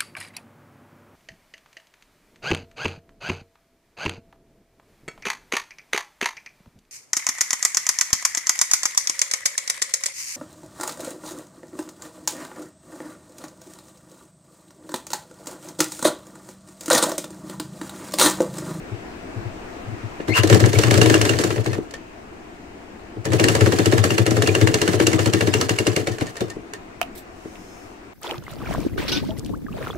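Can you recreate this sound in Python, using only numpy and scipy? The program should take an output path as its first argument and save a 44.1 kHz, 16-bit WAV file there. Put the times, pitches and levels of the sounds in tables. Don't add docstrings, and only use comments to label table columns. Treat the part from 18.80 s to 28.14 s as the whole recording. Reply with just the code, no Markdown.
import sys
import numpy as np
from scipy import signal
from scipy.fft import rfft, irfft, next_fast_len
from scipy.io import wavfile
from scipy.ndimage import uniform_filter1d, map_coordinates

SR = 44100
rng = np.random.default_rng(int(sys.argv[2]) if len(sys.argv) > 2 else 0)


def boost(x):
    u = np.asarray(x, float) / 20
    return 10 ** u


def inscribe(sig):
    pcm = np.round(np.clip(np.atleast_2d(sig).T, -1, 1) * 32767)
    wavfile.write(sys.argv[1], SR, pcm.astype(np.int16))


N = 411717


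def unit(x):
    return x / np.sqrt(np.mean(x ** 2) + 1e-20)


def along(points, hz):
    f, v = np.transpose(points)
    return np.interp(np.log(hz + 1), np.log(f + 1), v)


def curves(rows):
    s, *cols = np.transpose(rows)
    return [np.interp(np.arange(N) / SR, s, c) for c in cols]


def wobble(rate):
    knots = rng.standard_normal(int(N * rate / SR) + 4)
    return map_coordinates(knots, [np.arange(N) * rate / SR])


def filtered(x, response):
    m = next_fast_len(N + SR // 2)
    return irfft(rfft(x, m) * response(np.fft.rfftfreq(m, 1 / SR)), m)[..., :N]


def body(modes):
    def response(f):
        return sum((-1) ** k * boost(db) * 1j * f * w / (c * c - f * f + 1j * f * w)
                   for k, (c, w, db) in enumerate(modes))
    return response


def rattle(starts, levels_db, rise, t60):
    t = np.arange(SR // 4) / SR
    shape = (1 - np.exp(-t / rise)) ** 2 * boost(-120 * t / t60)
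    blows = np.bincount(np.round(starts * SR).astype(int), boost(2 * levels_db), N)
    return np.sqrt(np.abs(signal.fftconvolve(blows, shape / shape.max())[:N]))


def struck(response, starts, levels_db, rise, t60, grit_db=0, grit_rate=300):
    one = rattle(np.zeros(1), np.zeros(1), rise, t60)[:SR // 4] ** 2
    echo = filtered(np.eye(1, N)[0], response)[:SR // 4] ** 2
    top = np.sqrt(signal.fftconvolve(one, echo).max())
    force = rattle(starts, levels_db, rise, t60) * unit(boost(grit_db * wobble(grit_rate)))
    return filtered(force * rng.standard_normal((2, N)), response) / top


def rung(response, starts, levels_db):
    at = np.round(starts * SR).astype(int)
    turn = 2 * np.pi * rng.random(len(at))
    faces = (np.ones_like(turn), np.sqrt(2) * np.sin(turn))
    blows = np.array([np.bincount(at, boost(levels_db) * face, N) for face in faces])
    return filtered(blows, response) / np.abs(filtered(np.eye(1, N)[0], response)).max()


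# (frequency [Hz], relative density [dB per Hz])
AIR_COLOUR = [(25, -6.5), (108, -7.5), (137, -15.5), (185, -7.5), (335, -2.5), (575, -13.5), (695, -6.5),
              (775, -12), (2600, -20.5), (3400, -29.5), (8000, -35), (11000, -48), (15500, -47)]
# (frequency [Hz], correlation [-1 to 1])
AIR_LIKENESS = [(60, 0.9), (180, 1), (550, 0.15), (1650, -0.21), (15000, 0.11)]
# (time [s], relative level [dB])
AIR_COURSE = [(0, 7), (1.3, 8), (3.2, 3), (9.33, 2)]


def air():
    z = signal.stft(rng.standard_normal((2, N)), nperseg=512)[2]
    patches = uniform_filter1d(uniform_filter1d(rng.standard_normal(z.shape[1:]), 6, 0), 14, 1)
    pair = signal.istft(z * boost(unit(patches)), nperseg=512)[1][:, :N]

    def split(hz):
        turn = np.arccos(np.clip(along(AIR_LIKENESS, hz), -1, 1)) / 2
        return boost(along(AIR_COLOUR, hz)) * [np.cos(turn), np.sin(turn)]

    mid, side = filtered(pair, split)
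    level = boost(-45 + curves(AIR_COURSE)[0] + [[1.5], [-1.5]])
    return level * np.array([mid + side, mid - side]) / np.std(mid)


# (frequency [Hz], level [dB])
THIN_TONES = [(5280, -59), (6200, -62), (6850, -64)]


def thin_tones():
    t = np.arange(N) / SR
    tones = sum(boost(db + 3 * wobble(30)) * np.sin(2 * np.pi * hz * t + 0.6 * wobble(60))
                for hz, db in THIN_TONES)
    return tones * np.exp(-((t - 8.91) / 0.15) ** 2)


def cloth():
    t = np.arange(N) / SR
    rustle = unit(filtered(rng.standard_normal((2, N)), body([(5950, 2700, 0)])))
    return boost(-55.5) * rustle * np.exp(-((t - 8.85) / 0.31) ** 4)


# (frequency [Hz], correlation [0 to 1])
SHARED = [(80, 1), (400, 1), (800, 0.56), (3000, 0.34), (10000, 0.05)]
# (frequency [Hz], t60 [s])
ROOM_T60 = [(1500, 0.22), (10000, 0.15)]
# (frequency [Hz], level [dB])
ROOM_LEVEL = [(100, -6), (12000, -13.5)]
# (frequency [Hz], level [dB])
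LEFT_LEAN = [(90, 6), (200, 3.5), (600, 5), (1650, 0), (4970, -1.5), (15000, -6.5)]


def room(faces, lead, wet_db=0):
    def split(f):
        turn = np.arccos(np.clip(along(SHARED, f), 0, 1)) / 2
        return np.array([np.cos(turn), np.sin(turn)])

    mid, side = filtered(faces, split)
    ports = np.array([mid + side, mid - side])
    hz, t, z = signal.stft(rng.standard_normal((2, SR // 3)), SR, nperseg=256)
    tail = signal.istft(z * boost(-60 * t / along(ROOM_T60, hz)[:, None]), SR, nperseg=256)[1]
    late = np.pad(ports, ((0, 0), (200, 0)))
    wet = signal.fftconvolve(late, tail / np.linalg.norm(tail[0]), axes=1)[:, :N]
    wet = filtered(wet, lambda f: boost(wet_db + along(ROOM_LEVEL, f)))
    sides = np.array([[0.5], [-0.5]])
    direct = filtered(ports, lambda f: np.exp(1j * sides * along(lead, f)))
    return filtered(direct + wet, lambda f: boost(sides * along(LEFT_LEAN, f)))


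# (time [s], relative level [dB])
SPRING_PLUCKS = [(2.93, -36), (3.14, -37), (6.57, -34), (7.319, -39), (7.468, -38), (7.566, -38),
                 (7.702, -37), (7.935, -37)]


def pings():
    out, t = np.zeros(N + SR), np.arange(SR // 10) / SR
    swell = (1 - np.exp(-t / 0.004)) * np.exp(-(t / 0.024) ** 2)
    turn = 2 * np.pi * 1822 * t
    tone = swell * (np.sin(turn) + 0.1 * np.sin(2 * turn))
    for s, db in SPRING_PLUCKS:
        out[round(s * SR):][:len(t)] += boost(db + 3) * tone
    return out[:N] * boost([[1], [-1]])


# (frequency [Hz], width [Hz], relative level [dB])
BLADE_MODES = [(720, 85, 15), (1200, 520, 5), (2580, 420, 5), (3140, 260, 0)]
# (time [s], level [dB])
BLADE_SLIDES = [(8.35, -44), (8.372, -41.5)]
# (time [s], level [dB])
TIP_TICKS = [(8.227, -26.5), (8.754, -42)]


def snips():
    def blades(f):
        return 0.37 * f / (f + 600) / (1 + f / 9000) + body(BLADE_MODES)(f)

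    at, db = np.array([8.2147]), np.array([-4.0])
    crack = rung(blades, at, db)
    shiver = struck(blades, at, db - 16, rise=0.00035, t60=0.03)
    thin = body([(4000, 1600, -1), (8000, 1000, 1.5), (13000, 3200, -1)])
    slide = struck(thin, *np.transpose(BLADE_SLIDES), rise=0.0073, t60=0.11)
    tick = struck(body([(2620, 340, 0)]), *np.transpose(TIP_TICKS), rise=0.001, t60=0.024)
    return crack + shiver + slide + tick


# (time [s], frequency [Hz], level [dB])
SHORT_TONES = [(1.951, 2270, -24), (4.456, 1790, -29), (4.582, 2570, -28), (5.659, 2660, -28),
               (5.685, 2440, -24)]


def short_tones():
    return sum(struck(body([(hz, 120, 0)]), np.array([s]), np.array([db]), rise=0.0049, t60=0.045)
               for s, hz, db in SHORT_TONES)


# (time [s], frequency [Hz], relative level [dB])
BELT_SQUEAL = [(1.488, 1900, -32), (1.498, 2054, -28), (1.528, 2194, -22), (1.534, 2485, -22),
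               (1.546, 2810, -18), (1.572, 2800, -17.5), (1.595, 2754, -19), (1.607, 2950, -21),
               (1.62, 2770, -31)]


def belt():
    hz, db = curves(BELT_SQUEAL)
    t = np.arange(N) / SR
    turn = 2 * np.pi * np.cumsum(hz * (1 + 0.03 * wobble(900))) / SR
    tone = unit(boost(3 * wobble(250))) * (np.sin(turn) + (hz < 2400) * 0.25 * np.sin(2 * turn))
    sounding = (db > db[-1]) * (db > db[0])
    swell = np.exp(-((t - 1.578) / 0.028) ** 2)
    grains = unit(boost(1.9 * wobble(500))) * rng.standard_normal((2, 2, N))
    rasp = unit(filtered(grains[0], body([(970, 110, 0.6), (1440, 720, 2.4)]))) * swell ** 2
    hiss = unit(filtered(grains[1], steel)) * swell
    return sounding * boost(db) * tone + boost(-15.5) * rasp + boost(-20.5) * hiss


# (frequency [Hz], width [Hz], relative level [dB])
TABLE_MODES = [(163.7, 67, -6), (248, 46, -5), (324.8, 36, 2), (400, 38.4, 0), (460.6, 47, -3.5),
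               (619, 47, -10.5), (732, 55, -11.5)]


def table_top(f):
    return body(TABLE_MODES)(f)


# (frequency [Hz], width [Hz], relative level [dB])
FRAME_MODES = [(102.4, 22.4, 6.5), (134.6, 22, 0)]


def frame(f):
    return body(FRAME_MODES)(f) / (1 + (90 / (f + 1)) ** 8)


# (time [s], level [dB])
SOFT_KNOCKS = [(1.399, -19.5), (1.4836, -14), (2.983, -13.5), (4.366, -22.5), (7.764, -20.5), (7.79, -27),
               (8.653, -23.5)]


def thuds():
    return rung(lambda f: table_top(f) / (1 + 1j * f / 900), *np.transpose(SOFT_KNOCKS))


# (time [s], level [dB])
TREADLE_JOLTS = [(0.119, -24.5), (0.564, -24), (0.654, -24.5), (1.073, -27), (1.119, -26), (1.238, -24.5),
                 (1.59, -12), (1.722, -8), (1.83, -8), (1.96, -12), (2.913, -19), (4.381, -26.5),
                 (4.504, -15), (5.825, -9.5)]


def treadle():
    def response(f):
        return (frame(f) + boost(-8.0) * table_top(f)) / (1 + 1j * f / 250)
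    return rung(response, *np.transpose(TREADLE_JOLTS))


def swings():
    s = np.transpose(STROKES)[0]
    return np.minimum(np.diff(s, prepend=s[0] - 1), 0.093)


# (time [s], relative level [dB])
TABLE_FORCE = [(1.48, -17), (1.7, -12.5), (1.93, -18.5), (2.2, -14.5), (2.86, -21.5), (2.95, -25.5),
               (4.45, -18), (4.65, -14.5), (4.85, -13), (5.4, -15), (6.2, -17), (6.75, -17.5), (7.6, -18)]


def blows():
    s, db, _ = np.transpose(STROKES)
    return s, np.interp(s, *np.transpose(TABLE_FORCE)) + 0.12 * (db - db.mean())


def frame_boom():
    lag_s, sag_db_per_s = 0.0066, 87
    at, db = blows()
    return struck(frame, at + lag_s, db - 4 - sag_db_per_s * swings(), rise=0.0016, t60=0.15)


def needle_bar():
    lag_s, rebound_s, rebound_db = 0.006, 0.014, -2
    at, db = blows()
    late, size = np.transpose(rng.standard_normal((len(at), 3, 2)), (2, 0, 1))
    count = np.arange(3)
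    blow_s = at[:, None] + lag_s + rebound_s * count * (1 + 0.122 * late)
    blow_db = db[:, None] - 1 + rebound_db * count + 3 * size
    return rung(lambda f: (frame(f) + table_top(f)) / (1 + 1j * f / 500), blow_s.ravel(), blow_db.ravel())


def shafts():
    s, db, _ = np.transpose(STROKES + TICKS)
    rumble = struck(table_top, s, db - 22, rise=0.02, t60=0.36, grit_db=5, grit_rate=60)
    at, stroke_db, _ = np.transpose(STROKES)
    whirr_db = stroke_db - 26 - 43 * swings()
    whirr = struck(lambda f: steel(f) * (1 + (f / 11000) ** 2), at, whirr_db,
                   rise=0.023, t60=0.47, grit_db=4.0, grit_rate=58)
    return rumble + whirr


def table_knocks():
    lag_s, scatter_db = 0.0033, 0.5
    at, db = blows()
    db = db + scatter_db * rng.standard_normal(len(at))
    return struck(table_top, at + lag_s, db, rise=0.00048, t60=0.11, grit_db=1.5, grit_rate=210)


def between():
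    s, db, _ = np.transpose(STROKES)
    late, size = np.transpose(rng.random((len(s), 7, 2)), (2, 0, 1))
    at = s[:, None] + 0.0173 + 0.064 * late
    level_db = db[:, None] - 24 - 10 * size
    return struck(steel, at.ravel(), level_db.ravel(), rise=0.0011, t60=0.035, grit_db=4.5, grit_rate=2000)


def loose():
    s, db, _ = np.transpose(STROKES + TICKS)
    late, size, pitch, phase = np.transpose(rng.random((len(s), 10, 4)), (2, 0, 1))
    hz = (1000 * 8 ** pitch).ravel()[:, None]
    t = np.arange(SR // 50) / SR
    level_db = (db[:, None] - 20 - 12 * size).ravel()[:, None]
    clinks = boost(level_db - 60 * t / 0.033) * np.sin(2 * np.pi * hz * t)
    starts = np.round((s[:, None] + 0.055 * late) * SR).astype(int)
    at = (starts.ravel()[:, None] + np.arange(len(t))).ravel()
    turn = 2 * np.pi * phase.ravel()[:, None]
    faces = (np.ones_like(turn), np.sin(turn) * np.sqrt(2))
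    return np.array([np.bincount(at, (clinks * face).ravel(), N) for face in faces])


def ringing(starts, levels_db, modes):
    scatter_db = 3.5
    hz, db, t60 = np.transpose(modes)
    t = np.arange(SR // 20)[:, None] / SR
    tones = boost(db - 60 * t / t60) * np.sin(2 * np.pi * hz * t) * (1 - np.exp(-t / 0.0016))
    size, face = np.transpose(rng.standard_normal((len(starts), len(hz), 2)), (2, 0, 1))
    gain = boost(levels_db[:, None] + scatter_db * size)
    at = (np.round(starts * SR).astype(int)[:, None] + np.arange(len(t))).ravel()
    return np.array([np.bincount(at, (g @ tones.T).ravel(), N) for g in (gain, gain * face)])


SQUARE_STROKES = [2.0344, 2.1082, 2.2136, 2.341, 2.4129, 2.4924, 4.5964, 4.6394, 4.6834, 5.0572, 5.3043,
                  5.3799, 5.465, 5.6722, 5.7496, 5.8727, 5.9416, 6.0147, 6.2663, 6.534, 6.6078, 6.737,
                  6.8928, 6.986, 7.067, 7.162]
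# (frequency [Hz], relative level [dB], t60 [s])
PLATE_MODES = [(2795, -9.5, 0.025)]


def needle_plate():
    at, db, _ = np.transpose(STROKES)
    level_db = np.interp(SQUARE_STROKES, at, db + 140 * swings())
    return ringing(np.array(SQUARE_STROKES), level_db, PLATE_MODES)


# (frequency [Hz], relative level [dB], t60 [s])
ARM_MODES = [(1284, -6.5, 0.1), (1825, -5.5, 0.019), (2210, 6, 0.015), (3650, -10.5, 0.087),
             (4160, 3, 0.013), (7340, -13, 0.0097)]


def arm():
    at, db, _ = np.transpose(STROKES)
    moving = np.diff(at, prepend=0) < 1
    return ringing(at + 0.001068, db - 28.5 + 192 * swings() * moving, ARM_MODES)


def slack():
    at, db, _ = np.transpose(STROKES)
    return struck(steel, at - 0.0082, db - 24, rise=0.002, t60=0.069)


# (frequency [Hz], relative density [dB per Hz])
CLACK_COLOUR = [(410, 5.5), (700, -1.5), (875, -4.5), (1770, -2), (2560, -6), (2800, -2), (3370, -8),
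                (7390, -8.5), (15000, -29.5), (16000, -27)]
# (frequency [Hz], width [Hz], relative level [dB])
HEAD_MODES = [(1740, 180, -5.5), (3530, 110, 3), (4363, 124, -4)]


def steel(f):
    colour = boost(along([(300, -58)] + CLACK_COLOUR + [(17000, -92)], f))
    return colour * (0.69 + 1.04 * body(HEAD_MODES)(f))


# (time [s], relative level [dB], treble over the whole [dB])
STROKES = [(1.481, -18, -19), (1.6328, -9, -14.5), (1.698, -5, -16), (1.726, -4.5, -18),
           (1.7448, -11.5, -7.5), (1.8008, -9.5, -12), (1.8393, -11, -43.5), (1.8583, -16.5, -7),
           (1.93, -11.5, -15), (1.956, -19, -29), (1.9861, -7, -9.5), (2.0349, -6.5, -15),
           (2.069, -14, -15.5), (2.1091, -6, -12), (2.14, -7, -14), (2.1759, -11.5, -10),
           (2.2139, -4, -12.5), (2.258, -8.5, -13), (2.2979, -7, -13.5), (2.341, -5.5, -14),
           (2.3814, -36, -15.5), (2.4133, -8.5, -8.5), (2.4509, -7.5, -14.5), (2.4924, -8.5, -10.5),
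           (2.5346, -15, -45), (2.587, -9, -13), (2.637, -11.5, -8.5), (2.704, -13.5, -18),
           (2.7602, -23.5, -16), (2.777, -22, -39), (2.8599, -14, -16), (2.9476, -29.5, -56),
           (4.4524, -16.5, -11), (4.5187, -15.5, -18), (4.532, -14, -10.5), (4.5963, -6.5, -15.5),
           (4.6392, -6, -12), (4.6835, -7, -12), (4.75, -7, -14.5), (4.808, -7.5, -17.5), (4.86, -8.5, -19),
           (4.9207, -9.5, -15.5), (4.9861, -8.5, -15), (5.0575, -9, -10), (5.1219, -7.5, -18),
           (5.1786, -9.5, -16), (5.239, -7, -12), (5.3048, -9.5, -17), (5.38, -9.5, -10.5),
           (5.464, -10.5, -12), (5.5077, -14.5, -11), (5.5663, -11.5, -17), (5.621, -9, -10.5),
           (5.6721, -9.5, -11), (5.7497, -9, -13.5), (5.8118, -9, -15.5), (5.8722, -9, -14.5),
           (5.9412, -8.5, -9), (6.0151, -8.5, -9.5), (6.0769, -9, -14.5), (6.131, -10.5, -18),
           (6.1989, -8, -17), (6.2676, -7, -7), (6.33, -9.5, -16), (6.3907, -8, -19.5), (6.458, -9.5, -14),
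           (6.534, -9.5, -11), (6.6078, -10, -15.5), (6.6711, -11, -16), (6.738, -7.5, -12.5),
           (6.8113, -9, -10.5), (6.8925, -9.5, -11.5), (6.986, -10, -11.5), (7.067, -9, -10.5),
           (7.162, -11, -12), (7.271, -13, -15), (7.4087, -15, -19), (7.6056, -20, -11.5)]
# (time [s], relative level [dB], treble over the whole [dB])
TICKS = [(1.402, -26.5, -42), (1.6728, -18, -7), (2.8429, -30, -8), (2.93, -18, -19), (3.1085, -33, -9),
         (3.1377, -24, -12), (7.3183, -32, -6), (7.3837, -24, -14), (7.4669, -25.5, -12),
         (7.555, -28.5, -15), (7.567, -22.5, -11), (7.7, -25, -10.5), (7.9347, -24, -11)]


def clacks():
    s, db, treble_db = np.transpose(STROKES + TICKS)
    bright_db = treble_db - np.median(treble_db)

    def low(f):
        return 1 / (1 + (f / 3200) ** 4)

    dull = struck(lambda f: steel(f) * low(f), s, db - 9.5 - 0.095 * bright_db,
                  rise=0.00033, t60=0.054, grit_db=4.5, grit_rate=1200)
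    sharp = struck(lambda f: steel(f) * (1 - low(f)), s, db - 14 + bright_db,
                   rise=0.0023, t60=0.025, grit_db=1, grit_rate=900)
    scrape = struck(steel, s + 0.01, db - 20 + 0.041 * bright_db,
                    rise=0.0055, t60=0.054, grit_db=1, grit_rate=82)
    return dull + sharp + scrape


# (frequency [Hz], phase [rad])
MACHINE_LEAD = [(60, -.8), (330, -.6), (600, .6), (950, 4.7), (1640, 3), (2760, -.5), (5680, -0.6)]


def machine_in_room():
    head = clacks() + slack() + arm() + needle_plate() + loose() + between()
    below = table_knocks() + frame_boom() + needle_bar() + treadle() + thuds()
    drive = shafts() + belt() + short_tones()
    return room(head + below + drive, MACHINE_LEAD)


def scene():
    near = room(snips(), [(1, 0)], wet_db=-4)
    background = air() + thin_tones() + cloth()
    return background + pings() + near + machine_in_room()


def low_pass(x):
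    return signal.sosfilt(signal.butter(12, 16640, fs=SR, output="sos"), x)


def record(dry):
    rounded = dry / (1 + np.abs(dry / 1.05) ** 6) ** (1 / 6)
    mix = filtered(rounded, lambda hz: hz < 15750)
    return low_pass(mix)


dry = scene()
out = record(dry)
inscribe(out)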